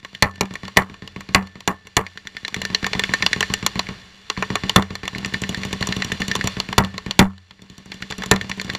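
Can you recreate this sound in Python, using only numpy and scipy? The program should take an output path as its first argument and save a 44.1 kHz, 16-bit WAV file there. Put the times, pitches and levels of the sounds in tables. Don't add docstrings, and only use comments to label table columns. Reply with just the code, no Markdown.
import sys
import numpy as np
from scipy import signal
from scipy.fft import rfft, irfft
from scipy.io import wavfile

SR = 44100
rng = np.random.default_rng(int(sys.argv[2]) if len(sys.argv) > 2 else 0)


def master(y):
    cut = np.clip(np.atleast_2d(y).T, -1, 1)
    pcm = np.round(cut * 32767)
    wavfile.write(sys.argv[1], SR, pcm.astype(np.int16))


N = 387198


def amp(db):
    return 10 ** (np.asarray(db) / 20)


def clicks(times, db):
    out = np.zeros(N)
    np.add.at(out, np.round(np.asarray(times) * SR).astype(int), amp(db))
    return out


def dying(x, t60):
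    keep_per_sample = amp(-60 / (t60 * SR))
    return signal.lfilter([1], [1, -keep_per_sample], x + 1e-18)


def noise(colour):
    hz, db = np.transpose(colour)
    grid = np.maximum(np.arange(N // 2 + 1) * SR / N, 1)
    gain = amp(np.interp(np.log(grid), np.log(hz), db))
    x = irfft(rfft(rng.standard_normal(N)) * gain, N)
    return x / x.std()


def bands(x):
    shapes = [([300, 1400], "band"), ([1400, 2600], "band"), ([2600, 5000], "band"), (5000, "high")]
    return [signal.sosfilt(signal.butter(2, hz, kind, fs=SR, output="sos"), x) for hz, kind in shapes]


def lumps(depth_db):
    return amp(depth_db * noise([(20, 1.5), (120, 3.5), (300, -38.5)]))


def echoes(x, table, dull_hz):
    back = sum(amp(db) * np.interp(np.arange(N) - s * SR, np.arange(N), x, left=0) for s, db in table)
    return x + signal.sosfilt(signal.butter(2, dull_hz, fs=SR, output="sos"), back)


# (time [s], crack level [dB], its part over 5 kHz [dB re crack], muzzle delay [ms], thump level [dB])
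SLOW_GUN = [(0.311, -33, -5, 68, -24), (0.432, -31, -2, 76, -15), (0.5545, -19, -14, 78, -15.5),
            (0.6802, -22.5, -11, 83, -14.5), (0.821, -31, -10, 77, -16), (0.9413, -27, -11, 80, -16),
            (1.0759, -25, -9, 86, -17.5), (1.207, -20.5, -13.5, 82, -17), (1.3375, -42.5, -3, 88, -14),
            (1.471, -26.5, -5.5, 84, -18), (1.605, -22.5, -7.5, 103, -14), (2.48, -16.5, -9.5, 84, -14),
            (2.617, -14.5, -13, 84, -15), (2.7473, -12.0, -9.5, 81, -14.5), (2.8657, -15, -11, 85, -15),
            (2.9943, -12, -9, 98, -15), (3.1376, -19, -4.5, 93, -17.5), (3.263, -10.5, -9, 98, -18),
            (3.4067, -13.5, -7, 93.4, -15.5), (3.538, -14.5, -1.5, 89, -17.5), (3.6638, -14, -1, 92.4, -17),
            (3.7931, -16, -6, 95, -19.5), (4.2998, -18, -15, 75, -16.5), (4.4246, -19.5, -13.5, 78, -17),
            (4.5554, -17.5, -11, 80, -16.5), (4.695, -17, -11.5, 75, -13), (4.823, -18.5, -8, 82, -16),
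            (4.9536, -20.5, -8, 79, -16.5), (5.078, -18, -8.5, 79, -17.5), (6.353, -21.5, -1.5, 87, -22),
            (6.4729, -18.5, -4.5, 95, -19), (6.6005, -21, -6, 88, -21), (6.7277, -24, -11, 110, -13),
            (6.8469, -23.5, -10, 94, -19), (6.9796, -18.5, -9.5, 83, -15), (7.1095, -19.5, -8, 123, -14),
            (7.3796, -23.5, -12.5, 130, -22.5), (7.5085, -23, -13, 84, -26), (8.109, -20, -10.5, 77, -17.5),
            (8.2357, -20.5, -7, 76, -11), (8.3603, -14.5, -8, 84, -18), (8.495, -20.5, -4, 89, -24),
            (8.6146, -20.5, -2.5, 79, -17), (8.7499, -17, -9.5, 85, -17)]
# (time [s], crack level [dB], its part over 5 kHz [dB re crack])
MIDDLE_GUN = [(0.048, -14, -20), (0.149, -19.5, -14.5), (0.357, -22, -15), (0.455, -17.5, -17),
              (0.5546, -18.5, -12), (0.6521, -22, -16), (1.8701, -17.5, -16), (2.0656, -12.5, -18),
              (2.1744, -15.5, -36), (2.2712, -15.5, -15.5), (2.3675, -14.5, -24), (2.449, -14, -28),
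              (2.5435, -11.5, -13.5), (2.6512, -12, -9.5), (2.7473, -18, -23), (2.844, -10.5, -16),
              (2.9321, -10.5, -34), (3.0367, -8, -21), (3.1372, -8, -22), (3.224, -10.5, -15.5),
              (3.3308, -10.5, -50), (3.428, -11.5, -27), (5.0542, -21.0, -19), (5.1492, -22.5, -36),
              (5.2475, -14.5, -31), (5.343, -17, -22), (5.437, -17.5, -32), (5.5456, -19.5, -14),
              (5.6337, -19, -31), (5.7277, -20, -16), (5.8261, -16.5, -18), (5.9235, -15.5, -19),
              (6.0215, -14.5, -27), (6.1182, -17.5, -19), (6.218, -17.5, -16.5), (6.314, -16.5, -19),
              (6.4109, -17, -29), (7.9186, -12, -24), (8.0237, -14, -40), (8.1229, -14.5, -27),
              (8.221, -14, -23), (8.412, -12.5, -21), (8.5149, -12.5, -26), (8.598, -13.5, -35),
              (8.699, -12.5, -19)]
# (time [s], crack level [dB], thump level [dB])
FAST_GUN = [(5.182, -33.5, -18.5), (5.259, -31, -19), (5.338, -31.5, -15.5), (5.4183, -30, -18),
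            (5.492, -30, -14.5), (5.573, -41, -18.5), (5.65, -30, -17), (5.7288, -30.5, -18.5),
            (5.809, -34.5, -14.5), (5.8878, -34, -15), (5.965, -32.5, -17), (6.046, -32.5, -17.5),
            (6.121, -34, -18.5), (6.2033, -34, -16), (6.281, -31, -17), (6.3613, -31, -19),
            (6.4415, -34.5, -13), (7.6195, -35, -18), (7.699, -33, -17), (7.78, -34.5, -18.5),
            (7.858, -35.5, -19.5), (7.942, -37, -19), (8.021, -41, -19.5), (8.102, -33, -17.5),
            (8.1815, -33.5, -17), (8.26, -31.5, -17), (8.338, -28, -13), (8.4133, -33, -14.5),
            (8.497, -26, -17), (8.574, -41, -16.5), (8.646, -33, -16.5), (8.7348, -32, -19.5)]
MIDDLE_LEAD_MS, MIDDLE_THUMP_DB = 19, -25
FAST_TREBLE_DB = 0.5


def rounds():
    slow, slow_db, slow_treble, lag_ms, slow_thump_db = np.transpose(SLOW_GUN)
    middle, middle_db, middle_treble = np.transpose(MIDDLE_GUN)
    fast, fast_db, fast_thump_db = np.transpose(FAST_GUN)
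    middle_muzzle = middle - MIDDLE_LEAD_MS / 1000
    return [(slow, slow_db, slow_treble, slow + lag_ms / 1000, slow_thump_db),
            (middle, middle_db, middle_treble, middle_muzzle, MIDDLE_THUMP_DB + 0 * middle),
            (fast, fast_db, FAST_TREBLE_DB + 0 * fast, fast, fast_thump_db)]


START_SINK_DB, FAST_SINK_DB = 16.5, 3
CLIMB_S = 0.88


def sinking():
    t = np.arange(0, N / SR, .001)
    close_drops = np.array(CLOSE)[:, [0, -1]]
    fast_drops = [(s, FAST_SINK_DB) for s, _, _ in FAST_GUN]
    drops = [(0, START_SINK_DB), *close_drops, *fast_drops]
    s, db = np.transpose(drops)[..., None]
    lost = np.max((t > s + .004) * db * np.exp(-np.abs(t - s) / CLIMB_S), axis=0)
    return np.interp(np.arange(N) / SR, t, lost)


# (pitch [Hz], level [dB per Hz])
WASH_COLOUR = [(25, 1), (60, 2.5), (150, -3), (280, -8.5), (600, -9.5), (1100, -8.5), (1600, -7),
               (2800, -12), (4500, -11), (6000, -17), (7600, -28), (8600, -29), (11000, -32.5),
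               (15000, -35.5)]
# (over 600 Hz [dB re crack], under 600 Hz [dB re crack])
CRACK_ECHO_DB = (-28.5, -40)
WASH_HIGH, WASH_LOW = (-54.5, 0.91), (-54, 0.84)
ECHO_RISE_S = 0.01
HISS_DB = -66


def wash(lost_db):
    x = noise(WASH_COLOUR)
    low = signal.sosfilt(signal.butter(1, 600, fs=SR, output="sos"), x)
    high = (x - low) * lumps(depth_db=1.3)
    out = 0
    for k, (part, (floor_db, t60)) in enumerate([(high, WASH_HIGH), (low, WASH_LOW)]):
        fed = 0
        for (s, db, _, late, thump_db), muzzle in zip(rounds(), GUN_MUZZLE):
            heard = late < N / SR
            fed = fed + clicks(late[heard], (thump_db + muzzle[1 + k])[heard]) ** 2
            fed = fed + clicks(s, db + CRACK_ECHO_DB[k]) ** 2
        swell = dying(fed, t60 / 2) - dying(fed, min(ECHO_RISE_S, t60 / 4))
        power = np.maximum(swell, 0) + amp(floor_db) ** 2
        level = np.sqrt(power * amp(-lost_db) ** 2 + amp(HISS_DB) ** 2)
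        out = out + level * part / part.std()
    return out


# (pitch [Hz], level [dB per Hz])
CRACK_COLOUR = [(300, -14.5), (600, -10), (1000, 7.5), (2000, 7), (4000, -10), (6000, 0), (7600, -13),
                (8600, -27), (11000, -21), (15000, -41.5)]
# (snap length before stretching [ms], scatter t60 [s], scatter level [dB])
CRACK_DECAY = [(4.25, 0.057, -2), (1.25, 0.043, -3), (2.82, 0.056, -13.5), (2.17, 0.025, 3.5)]


def cracks(times, db, low_db, mid_db, high_db, stretch):
    size = 1024
    ms = np.arange(size) / SR * 1000
    at = np.round(times * SR).astype(int)[:, None] + np.arange(size)
    splinters = signal.lfilter([1], [1, -.7], rng.laplace(size=at.shape))
    out = np.zeros(N + size)
    for k, (scatter, shift) in enumerate(zip(bands(noise(CRACK_COLOUR)), (low_db, 0, mid_db, high_db))):
        snap_ms, scatter_t60, scatter_db = CRACK_DECAY[k]
        age = ms / (snap_ms * stretch)
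        snap = bands(splinters * age ** .2 * np.exp(-age ** 1.5))[k]
        energy = np.sum(snap ** 2, axis=1, keepdims=True)
        snap /= np.sqrt(energy / (.005 * SR * stretch))
        np.add.at(out, at, amp(db + shift - 4.0)[:, None] * snap)
        fall = dying(clicks(times, db + shift + scatter_db), scatter_t60)
        out[:N] += scatter / scatter.std() * fall
    return out[:N]


def blast(push_s, dull_hz, lead_s, dip_db):
    t = np.arange(SR // 20) / SR
    push = np.maximum(t - lead_s, 0) / push_s
    push_and_suction = (t > lead_s) * (1 - push) * np.exp(-.2 * push ** 2)
    dip = amp(dip_db) * (t < lead_s) * (t > .4 * lead_s)
    shape = signal.sosfilt(signal.butter(2, dull_hz, fs=SR, output="sos"), push_and_suction - dip)
    return shape / shape.max()


def blasts(times, db, shape):
    return signal.oaconvolve(clicks(times, db), shape)[:N]


# (under 1.4 kHz, 2.6-5 kHz [dB re 1.4-2.6 kHz])
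GUN_COLOUR = [(2, 2.5), (-7.5, -3.5), (-1.5, 6.5)]
# (snap, echo fed to the wash over 600 Hz, under 600 Hz [dB re thump])
GUN_MUZZLE = [(-9, -28.5, -19), (-10.5, -20, -17), (-33, -25, -26)]
# (low, high middle, high [dB re low middle])
MUZZLE_COLOUR = (0.45, -3.5, -22.5)
# (time [s], level [dB], under 1.4 kHz, 2.6-5 kHz, over 5 kHz [dB re level])
STRAYS = [(0.5384, -31, 6, 6, 1.5), (3.8687, -30, -12, -8, -26), (4.3672, -34, -17, -15, -29),
          (5.8715, -34.5, 11, -4, 8)]
# (pitch [Hz], level [dB per Hz])
BODY_COLOUR = [(300, -9), (550, 1.5), (1100, 0), (1600, -12), (3500, -18), (7000, -40)]
# (delay [s], level [dB])
BLAST_ECHOES = [(.0073, -21.5), (0.017, -8), (0.0217, -10), (0.03, -8)]
COLOUR_SPREAD_DB, MUZZLE_SPREAD_DB = 2.5, 0.97
BODY_DB, BODY_T60_S = -20, 0.23


def machine_guns(lost_db):
    snaps, thumps = list(STRAYS), []
    for gun, colour, (snap_db, _, _) in zip(rounds(), GUN_COLOUR, GUN_MUZZLE):
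        for at, level, treble, late, thump_db in zip(*gun):
            chance = rng.standard_normal(4)
            round_colour = np.append(colour, treble) + COLOUR_SPREAD_DB * chance[:3]
            snaps.append((at, level, *round_colour))
            if late < N / SR:
                muzzle_db = thump_db + MUZZLE_SPREAD_DB * chance[3]
                thumps.append((late, muzzle_db))
                snaps.append((late, muzzle_db + snap_db, *MUZZLE_COLOUR))
    s, db, *colours = np.transpose(snaps)
    late, thump_db = np.transpose(thumps)
    db = db - lost_db[(s * SR).astype(int)]
    thump_db = thump_db - lost_db[(late * SR).astype(int)]
    body_fall = dying(clicks(late, thump_db + BODY_DB), BODY_T60_S)
    body = noise(BODY_COLOUR) * body_fall * lumps(depth_db=2.5)
    push = blast(0.0016, dull_hz=383, lead_s=0.002, dip_db=-11.0)
    low = echoes(blasts(late, thump_db, push), BLAST_ECHOES, dull_hz=654)
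    return cracks(s, db, *colours, stretch=0.85) + body + low


# (time [s], crack level at 1.4-2.6 kHz [dB], under 1.4 kHz, 2.6-5 kHz, over 5 kHz [dB re crack],
# muzzle blast [dB], blast push [ms], tail [dB], metal ring [dB], sinking of the farther fire [dB])
CLOSE = [(0.2237, -7, 1, -1, -10, -8.5, 2.5, -13, -46.5, 20.3),
         (0.409, -18.5, 3, 0, -4, -14, 1.3, -25, -73, 14.3),
         (0.77, -6, -27, -3.5, -14, -10, 2.4, -10, -61, 17.2),
         (1.347, -5, -2.5, -4, -15, -10, 2.4, -13, -48, 20.6),
         (1.6759, -18, 5.5, -1, -6.5, -14, 0.85, -19.5, -53, 22),
         (1.9675, -14, 3, 1, -5, -12, 2.6, -14, -53, 19),
         (4.7603, -11, 6, 4, -4.5, -2, 1.52, -14, -57, 10.2),
         (6.7804, -12.5, 7.5, 3.5, -3.5, -4, 2, -10.5, -48, 10.3),
         (7.1916, -3.5, -1.5, -0.5, -9, 1.5, 1.7, -15, -66.5, 30.7),
         (7.195, -20, 5.5, -5.5, -15, -5.5, 11, -13.5, -66, 27),
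         (8.313, -13.5, 6.5, 2.5, -0.5, -8.5, 1.76, -22, -61, 14.3)]
# (delay [s], level [dB])
CLOSE_ECHOES = [(.0065, -19), (.0172, -12), (.0222, -13), (.033, -17.5), (0.048, -25.5), (0.063, -28)]
# (pitch [Hz], level [dB per Hz])
TAIL_COLOUR = [(200, 12), (400, 3), (700, 8), (1200, 12), (1700, 6), (2600, -11.5), (3300, -12),
               (5000, -39), (9000, -16.5), (15000, -12.5)]
TAIL_T60 = [0.17, 0.12, 0.068, 0.063]
METAL_HZ, METAL_T60_S = 1766, .9


def close_rifle():
    s, db, low_db, mid_db, high_db, blast_db, push_ms, tail_db, ring_db, _ = np.transpose(CLOSE)
    snap = cracks(s, db, low_db, mid_db, high_db, stretch=1.23)
    crack = echoes(snap, CLOSE_ECHOES, dull_hz=1440)
    tail = sum(part * dying(clicks(s, tail_db), t60) for part, t60 in zip(bands(noise(TAIL_COLOUR)), TAIL_T60))
    low = 0
    for at, level, ms in zip(s, blast_db, push_ms):
        push = blast(ms / 1000, dull_hz=604, lead_s=0.0018, dip_db=-11.5)
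        low = low + blasts([at], level, push)
    tone = np.sin(2 * np.pi * METAL_HZ * np.arange(N) / SR)
    ring = dying(clicks(s, ring_db), METAL_T60_S) * tone
    return crack + tail * lumps(depth_db=4.5) + echoes(low, BLAST_ECHOES, dull_hz=585) + ring


def scene():
    lost_db = sinking()
    return (close_rifle() + machine_guns(lost_db) + wash(lost_db))[None]


# (pitch [Hz], width [Hz], level [dB re direct sound])
CASE = [(89.8, 3.7, 2), (115, 20, 1), (192, 9.5, 15.5), (294, 38, -5.5), (426, 23.5, 4.5), (1105, 53, 1.5),
        (1804, 27.7, 11), (1960, 130, 2), (2193, 180, 2.5), (2430, 100, 0.5), (2883, 327, 10),
        (3474, 140, 12), (4060, 150, 8.5), (4363, 120, 7), (4714, 140, 2.5), (5740, 160, 7.5),
        (7160, 684, 11), (9300, 300, -33), (10390, 710, 0)]
KNEE = 9
CUTOFF_HZ = 16500


def record(dry):
    inside = dry.copy()
    for hz, width, db in CASE:
        r = np.exp(-np.pi * width / SR)
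        feed = [(1 - r * r) / 2, 0, (r * r - 1) / 2]
        ringing = [1, -2 * r * np.cos(2 * np.pi * hz / SR), r * r]
        inside += amp(db) * signal.lfilter(feed, ringing, dry)
    inside = signal.sosfilt(signal.butter(1, 35, "high", fs=SR, output="sos"), inside)
    clipped = .86 * inside / (1 + np.abs(inside) ** KNEE) ** (1 / KNEE)
    return signal.sosfilt(signal.cheby2(14, 80, CUTOFF_HZ, fs=SR, output="sos"), clipped)


dry = scene()
out = record(dry)
master(out)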